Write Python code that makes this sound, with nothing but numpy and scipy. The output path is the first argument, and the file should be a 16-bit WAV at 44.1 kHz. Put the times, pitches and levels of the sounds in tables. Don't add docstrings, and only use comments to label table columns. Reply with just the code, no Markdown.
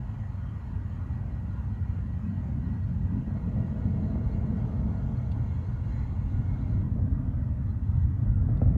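import sys
import numpy as np
from scipy import signal
from scipy.fft import rfft, irfft, next_fast_len
from scipy.io import wavfile
from scipy.ndimage import uniform_filter1d, map_coordinates

SR = 44100
rng = np.random.default_rng(int(sys.argv[2]) if len(sys.argv) > 2 else 0)


def wav_out(sig):
    wavfile.write(sys.argv[1], SR, np.round(np.clip(np.atleast_2d(sig).T, -1, 1) * 32767).astype(np.int16))


N = 386757
TIME = np.arange(N) / SR


def exhaust():
    # frequency in Hz, early and late relative level in dB per Hz.
    rumble_colour = [(17.1, -63.5, -61.5), (24.4, -43.5, -43.5), (31, -25.5, -20), (41, -11, 0.5),
                     (50, -1, -2.5), (62.6, 2.5, -2), (77.5, 0, -2), (95.8, 3, 4), (109, 0, -2.5),
                     (132.4, -1.5, -5), (156.5, -15, -17), (199, -38, -34), (390, -69, -80.5)]
    roar_colour = [(100, -24, -24.5), (138.5, 2, -4), (157.7, -11.5, -12), (175.5, 6, 2),
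                   (193.3, -7.5, -2.5), (216.7, 3.5, 2.5), (231, -7, -2.5), (262.5, -11, -1),
                   (303, -23, -13), (361, -25, -16.5), (412, -30, -36), (585, -54.5, -57),
                   (1180, -87.5, -83)]
    # frequency in Hz, relative level in dB per Hz.
    rasp_colour = [(180, -30), (300, 1), (385, -1), (435, 3.5), (505, 2.5), (555, -6), (630, 4), (700, -2),
                   (770, -9.5), (880, -9.5), (1200, -29), (2000, -35.5), (4000, -55.5)]
    # top in seconds, fall in seconds, roar level in dB,
    # roar rise in seconds, rasp level in dB, rasp rise in seconds; levels before lumps and flutter.
    swell_rows = [(4.1, 1.026, -33, 1.66, -48.5, 0.61), (6.95, 0.46, -37.5, 0.71, -56.5, 1),
                  (8.65, 0.44, -37.5, 0.85, -52.5, 0.24)]
    roar_rest_db, rasp_rest_db = -45.5, -66
    rasp_fall_ratio = 1.01
    rumble_follows = 0.088
    rasp_follows = 0.38

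    rumble = steadied(climbing(rng.standard_normal(N), rumble_colour), span_s=0.14)
    roar = steadied(climbing(shocks(per_s=1500, spread_db=3.0), roar_colour), span_s=0.1)
    fronts = shocks(per_s=1100, spread_db=2.5)
    fronts = fronts + 0.2 * np.roll(fronts, int(.0227 * SR))
    rasp = coloured(fronts, rasp_colour)
    rasp = steadied(wavering(rasp, patchy_db=1.2), span_s=.15)

    top_s, fall_s, roar_db, roar_rise_s, rasp_db, rasp_rise_s = np.transpose(swell_rows)
    roar_gain = swells(top_s, roar_db, roar_rise_s, fall_s, roar_rest_db)
    rasp_gain = swells(top_s, rasp_db, rasp_rise_s, rasp_fall_ratio * fall_s, rasp_rest_db)
    roar_over_rest = roar_gain / gain_of(roar_rest_db)
    rumble_gain = growth() * roar_over_rest ** rumble_follows
    rumble_lumps, roar_lumps = lumps()

    rumble = rumble * rumble_gain * rumble_lumps * flutter(depth_db=0.5)
    roar = roar * roar_gain * roar_lumps * flutter(depth_db=0.77)
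    rasp = rasp * rasp_gain * roar_lumps ** rasp_follows
    return rumble + roar + rasp


def climbing(x, rows):
    # time in seconds, share of the late colour 0-1.
    climb = [(0, 0.35), (3.3, 0.06), (4.2, 0.31), (5.1, 0.04), (6.1, 0.9), (7.8, 0.5), (8.77, 0.7)]
    hz, early_db, late_db = np.transpose(rows)
    late = np.clip(curves(climb)[0], 0, 1)
    early_sound = coloured(x, np.c_[hz, early_db])
    late_sound = coloured(x, np.c_[hz, late_db])
    return (1 - late) * early_sound + late * late_sound


def swells(tops_s, tops_db, rises_s, falls_s, rest_db):
    fall_squareness = 2.6
    power = gain_of(rest_db) ** 2
    for top_s, db, rise_s, fall_s in zip(tops_s, tops_db, rises_s, falls_s):
        rising = ((top_s - TIME) / rise_s) ** 2
        falling = abs((TIME - top_s) / fall_s) ** fall_squareness
        away = np.where(TIME < top_s, rising, falling)
        power = power + gain_of(db) ** 2 * np.exp(-away)
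    return np.sqrt(power)


def growth():
    start_db, growth_db_per_s = -33.5, 0.6477
    surge_s, surge_db, surge_rise_s = 7.87, 3.5, .05
    surge = .5 + .5 * np.tanh((TIME - surge_s) / surge_rise_s)
    return gain_of(start_db + growth_db_per_s * TIME + surge_db * surge)


def lumps():
    # centre in seconds, half-width in seconds, rumble change in dB, roar change in dB.
    lump_rows = [(0.62, 0.041, -4, -3.5), (0.74, 0.036, 2.5, 3.5), (1.13, 0.04, 2, 3), (1.62, 0.053, 2, -2),
                 (1.87, 0.088, 3.5, -3.5), (2.3, 0.032, -2.5, 5), (2.83, 0.031, 4.5, -8.5),
                 (3.06, 0.018, 8.5, 0), (3.15, 0.035, 1, 5), (3.25, 0.019, -13, -9),
                 (3.39, 0.022, -12.5, -2.5), (3.61, 0.023, 3.5, 4), (3.73, 0.077, -4, -1),
                 (3.86, 0.017, 6.5, 3), (4.02, 0.038, 0, 3), (4.16, 0.039, 0.5, 0),
                 (4.279, 0.042, 2.5, -7.5), (4.9, 0.037, 1.5, 2.5), (5.4, .05, 4, 1), (5.66, 0.019, -4, -5),
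                 (6.39, 0.045, 4, 0.5), (6.77, .05, 3, 3.5), (7.4, 0.37, 0, 1), (7.03, 0.08, 2.5, 2.5),
                 (7.79, 0.041, -3.5, 1.5), (8.02, 0.044, 3.5, -4), (8.16, 0.05, -5.5, -3.5),
                 (8.295, 0.025, 3.5, 0.5), (8.44, 0.059, -0.5, 1), (8.61, 0.0079, -8, 0),
                 (8.672, 0.017, 5.5, 2.5), (8.705, 0.013, 3.5, 9), (8.735, 0.018, 0.5, 2.5)]
    centre_s, width_s, rumble_db, roar_db = np.transpose(lump_rows)
    t = TIME[::64]
    bells = np.exp(-((t[:, None] - centre_s) / width_s) ** 2)
    return [gain_of(np.interp(TIME, t, bells @ db)) for db in (rumble_db, roar_db)]


def sizzle():
    # frequency in Hz, relative level in dB per Hz.
    sizzle_colour = [(500, -6.5), (700, -4), (850, 4), (1050, -7.5), (1300, -5.5), (2000, -26)]
    top_s, width_s, top_db = 4.75, .85, -59.5
    fronts = steadied(coloured(shocks(per_s=1800, spread_db=2.5), sizzle_colour), span_s=.2)
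    bell = np.exp(-((TIME - top_s) / width_s) ** 2)
    return gain_of(top_db) * bell * fronts


def crackle():
    # frequency in Hz, relative level in dB per Hz.
    crack_colour = [(60, -12.5), (200, 5.5), (320, -3), (390, 1.5), (490, 7.5), (690, 6), (840, -6),
                    (1000, -21.5), (1120, -16.5), (1300, -15), (1480, -27.5), (1950, -29), (4000, -60.5)]
    thump_colour = [(50, -6.5), (110, 1), (160, -9.5), (215, 2.5), (300, -10.5), (400, -33.5)]
    # start in seconds, pop peak in dB, thump peak in dB, echo strength 0-1.
    cracks = [(3.272, -43, -24, 0.05), (3.307, -43, -36, 0), (3.369, -38, -26.5, 0),
              (3.563, -37.5, -33, 0.1), (3.851, -46, -28, 0), (4.156, -34, -27, 0), (4.85, -50, -24, .03),
              (6.985, -40, -35.5, 0.18), (8.265, -43, -24.5, 0), (8.488, -33.5, -21, 0.05),
              (8.525, -42.5, -22.5, 0), (8.555, -50.5, -24.5, 0.12), (8.617, -22, -16, 0.02),
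              (8.66, -34, -22.5, .03), (8.676, -35, -33, 0.03), (8.699, -44, -38, 0),
              (8.757, -34, -24, 0.05)]
    thump_lag_s = .004
    out = np.zeros(N)
    thump = blow(thump_colour, scatter=0, decay_s=1)
    for start_s, pop_db, thump_db, echoes in cracks:
        pop = blow(crack_colour, scatter=echoes, decay_s=0.019)
        add(out, start_s, gain_of(pop_db) * pop)
        add(out, start_s + thump_lag_s, gain_of(thump_db) * thump)
    return out


def zoom_motor():
    # time in seconds, relative level in dB, share of fast running 0-1.
    zoom = [(0, -63, 0.15), (3.25, -64, 0), (3.7, -62.5, 0.54), (4.3, -62.5, 0.9), (5.2, -62.5, 1),
            (5.8, -61.5, 1), (5.98, -60.5, 0.7), (6.1, -62, 1), (6.7, -62, 1), (6.82, -66, 1),
            (6.9, -94.5, 0.92), (8.77, -100, 0.7)]
    # frequency in Hz, relative level in dB per Hz.
    gear_colour = [(400, -11), (900, 9), (1400, -8), (2000, -12.5), (2800, -15.5), (3600, -34.5),
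                   (5200, -22.5), (6800, -32), (7800, -29.5), (12000, -47.5)]
    # frequency in Hz, width in Hz, relative level in dB when slow, when fast.
    gear_tones = [(1436, 32, -8.5, -6), (1637, 6.7, -13, -17.5), (1800, 29, -14, -18), (2150, 69, -17, -9),
                  (2386, 40, -18.5, -24.5), (2570, 39, -18.5, -31), (2793, 31, -18, -18),
                  (2930, 25, -24, -25.5), (3070, 37, -20.5, -27.5), (3210, 33, -25.5, -24),
                  (3300, 80, -27.5, -22.5), (3540, 27, -31, -24), (3780, 100, -30.5, -30.5),
                  (3870, 37, -32.5, -25.5), (4050, 48, -26.5, -21), (4243, 60, -25, -22.5),
                  (4660, 140, -29.5, -27.5), (6020, 110, -30.5, -28.5), (6340, 90, -30, -26.5),
                  (6700, 140, -28.5, -28.5), (6960, 90, -30, -27.5), (7270, 120, -35.5, -31)]
    db, fast = curves(zoom)
    fast = np.clip(fast, 0, 1)
    hz, width_hz, slow_db, fast_db = np.transpose(gear_tones)
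    slow_tones = fuzzy_tones(zip(hz, width_hz, slow_db))
    fast_tones = fuzzy_tones(zip(hz, width_hz, fast_db))
    teeth = evened(coloured(shocks(per_s=2700, spread_db=2.5), gear_colour))
    tones = unsteady(np.sqrt(1 - fast) * slow_tones + np.sqrt(fast) * fast_tones, wander=.003)
    level = gain_of(db) * flutter(depth_db=.6)
    return level * wavering(gain_of(0.3) * teeth + tones, patchy_db=2.5)


def whine():
    # frequency in Hz before drift, rms level in dB before drift.
    whine_tones = [(1906, -77), (1956, -83)]
    # time in seconds, pitch shift in Hz, level change in dB.
    whine_drift = [(0, 2, 2.5), (3.5, 0, 4.5), (5.5, 3, -1), (8.77, 9, 0)]
    fuzz_width_hz, fuzz_db = 23, 0.5
    shift_hz, drift_db = curves(whine_drift)
    tones = np.zeros(N)
    for hz, db in whine_tones:
        turns = np.cumsum(hz + shift_hz) / SR
        tones += gain_of(db) * np.sqrt(2) * np.sin(2 * np.pi * turns)
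    fuzz = fuzzy_tones((hz, fuzz_width_hz, db + fuzz_db) for hz, db in whine_tones)
    return gain_of(drift_db) * flutter(depth_db=1.5) * unsteady(tones + fuzz, wander=.003)


def camera_noises():
    # centre in seconds, length in seconds, peak in dB, mid frequency in Hz.
    squeaks = [(1.14, .05, -77, 4150), (1.33, .05, -75, 4110), (1.51, .04, -76, 4080),
               (1.74, .05, -74.5, 4100), (1.92, .05, -77, 4120), (2.13, .05, -75, 4190),
               (2.654, .04, -71.5, 4080), (2.84, .05, -73, 4250), (4.246, .04, -71, 4150),
               (4.33, .04, -69, 4230), (4.47, 0.045, -75, 4230), (5.176, .036, -68, 4200),
               (5.178, 0.034, -73, 4600), (5.632, .04, -67, 4080), (5.93, .04, -67, 4100),
               (5.992, 0.04, -65.5, 4090), (6.04, 0.028, -69, 4080), (7.68, .035, -80, 4100),
               (7.71, .04, -70.5, 4100)]
    # start in seconds, peak in dB.
    ticks = [(5.317, -51), (8.572, -60)]
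    # frequency in Hz, relative level in dB per Hz.
    tick_colour = [(1000, -21), (2300, -12), (2800, 10), (3100, -4), (3500, 10), (3800, 4), (4150, 1),
                   (4550, 6), (5050, -16), (6200, -12), (7500, -14), (8800, -10), (10700, -17.5),
                   (13000, -45)]
    sag_hz_per_s = 2000
    out = np.zeros(N)
    for centre_s, length_s, db, hz in squeaks:
        t = np.arange(int(length_s * SR)) / SR - length_s / 2
        turns = np.cumsum(hz - sag_hz_per_s * t) / SR
        squeak = np.hanning(len(t)) * np.sin(2 * np.pi * turns)
        add(out, centre_s - length_s / 2, gain_of(db) * squeak)
    for start_s, db in ticks:
        add(out, start_s, gain_of(db) * blow(tick_colour, scatter=0.3, decay_s=0.006))
    return out


def rubs():
    # centre in seconds, half-width in seconds, dull rub in dB, thin rustle in dB.
    rub_rows = [(5.98, 0.12, -62.5, -86), (7.69, .04, -80.5, -82), (7.88, 0.055, -84, -79),
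                (7.98, .02, -80, -75), (8.03, 0.017, -75, -75.5)]
    # frequency in Hz, relative level in dB per Hz.
    rub_colour = [(1400, -19), (1780, 2), (2050, 0), (2350, -15.5), (3200, -32)]
    rustle_colour = [(2500, -8.5), (3450, 3.5), (3850, -8.5), (4100, 7.5), (4400, -16), (5600, -18),
                     (6600, -2.5), (7400, -14)]
    dull = evened(coloured(shocks(per_s=2900, spread_db=3.5), rub_colour))
    thin = evened(coloured(shocks(per_s=720, spread_db=1.0), rustle_colour))
    out = np.zeros(N)
    for centre_s, width_s, dull_db, thin_db in rub_rows:
        bell = np.exp(-((TIME - centre_s) / width_s) ** 2)
        out += bell * (gain_of(dull_db) * dull + gain_of(thin_db) * thin)
    return out


def background():
    # frequency in Hz, relative level in dB per Hz.
    air_colour = [(30, -4.5), (300, 2), (450, -3), (560, 1), (720, -3), (930, -0.5), (1180, -4),
                  (1400, -5.5), (1900, -13.5), (2400, -20.5), (3500, -28.5), (4800, -35.5)]
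    hiss_colour = [(1000, -2.5), (4800, -1), (6700, 1), (7700, -3.5), (9500, -1.5), (10500, -8),
                   (11200, -3.5), (15500, -7.5)]
    wash = evened(wavering(coloured(rng.standard_normal(N), air_colour), patchy_db=2.3))
    hiss = evened(coloured(rng.standard_normal(N), hiss_colour))
    return gain_of(-55.5) * wash + gain_of(-81.0) * hiss


def shocks(per_s, spread_db):
    size = gain_of(spread_db * np.minimum(rng.exponential(1, N), 4))
    train = size * (rng.random(N) < per_s / SR)
    return train - train.mean()


def blow(points, scatter, decay_s, size=16384):
    t = np.arange(size) / SR
    push = scatter * rng.standard_normal(size) * np.exp(-t / decay_s)
    push[0] += 1
    sound = coloured(push, points)
    return sound / abs(sound).max()


def fuzzy_tones(rows):
    size = next_fast_len(N)
    hz = np.fft.rfftfreq(size, 1 / SR)
    power = np.zeros(len(hz))
    for centre_hz, width_hz, db in rows:
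        bell = 1 / (1 + ((hz - centre_hz) / (width_hz * .75)) ** 2) ** 2
        power += gain_of(db) ** 2 * bell / bell.mean()
    return irfft(rfft(rng.standard_normal(size)) * np.sqrt(power), size)[:N]


def coloured(x, points, size=16384):
    f, db = np.transpose(points)
    hz = abs(np.fft.fftfreq(size, 1 / SR)) + 1
    octaves_outside = abs(np.log2(hz / np.clip(hz, f[0], f[-1])))
    level_db = np.interp(np.log(hz), np.log(f), db) - 24 * octaves_outside
    log_gain = np.log(gain_of(np.maximum(level_db, -120)))
    taps = np.fft.ifft(np.exp(np.conj(signal.hilbert(log_gain)))).real[:size // 2]
    taps *= np.hanning(size)[size // 2:]
    led_in = np.r_[x[-size // 2:], x]
    return signal.fftconvolve(led_in, taps)[size // 2:][:len(x)]


def wavering(x, patchy_db):
    z = signal.stft(x, nperseg=1024, noverlap=768)[2]
    patches = uniform_filter1d(rng.standard_normal(z.shape), size=20, axis=1)
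    patches = evened(uniform_filter1d(patches, size=4, axis=0))
    return signal.istft(z * gain_of(patchy_db * patches), nperseg=1024, noverlap=768)[1][:N]


def sway(t, low_hz, high_hz, count):
    hz = np.geomspace(low_hz, high_hz, count)[:, None]
    return evened(np.sin(2 * np.pi * (hz * t + rng.random((count, 1)))).sum(0))


def flutter(depth_db, count=24):
    t = TIME[::128]
    return gain_of(depth_db * np.interp(TIME, t, sway(t, 2.2, 5, count)))


def unsteady(x, wander, count=16):
    t = TIME[::128]
    rate_change = wander * np.interp(TIME, t, sway(t, 1, 10, count))
    place = np.arange(N) + np.cumsum(rate_change)
    return map_coordinates(x, [place], order=3, mode="mirror")


def steadied(x, span_s):
    span = max(int(span_s * SR), 2)
    power = uniform_filter1d(uniform_filter1d(x ** 2, span), span // 2)
    return x / np.sqrt(abs(power) + 1e-20)


def evened(x):
    return x / np.sqrt(np.mean(x ** 2) + 1e-20)


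def gain_of(db):
    return 10 ** (np.asarray(db) / 20)


def curves(rows):
    s, *columns = np.transpose(rows)
    return [np.interp(TIME, s, c) for c in columns]


def add(mix, start_s, sound):
    part = mix[max(round(start_s * SR), 0):][:len(sound)]
    part += sound[:len(part)]


def scene():
    rocket = exhaust() + crackle() + sizzle()
    camera = whine() + zoom_motor() + camera_noises() + rubs()
    return (rocket + background() + camera)[None]


def record(dry):
    edge_hz = 15750
    soft = dry * signal.windows.tukey(N, .001)
    low_pass = signal.firwin(511, edge_hz, window=("kaiser", 9), fs=SR)
    return signal.oaconvolve(soft, low_pass[None], "same")


dry = scene()
out = record(dry)
wav_out(out)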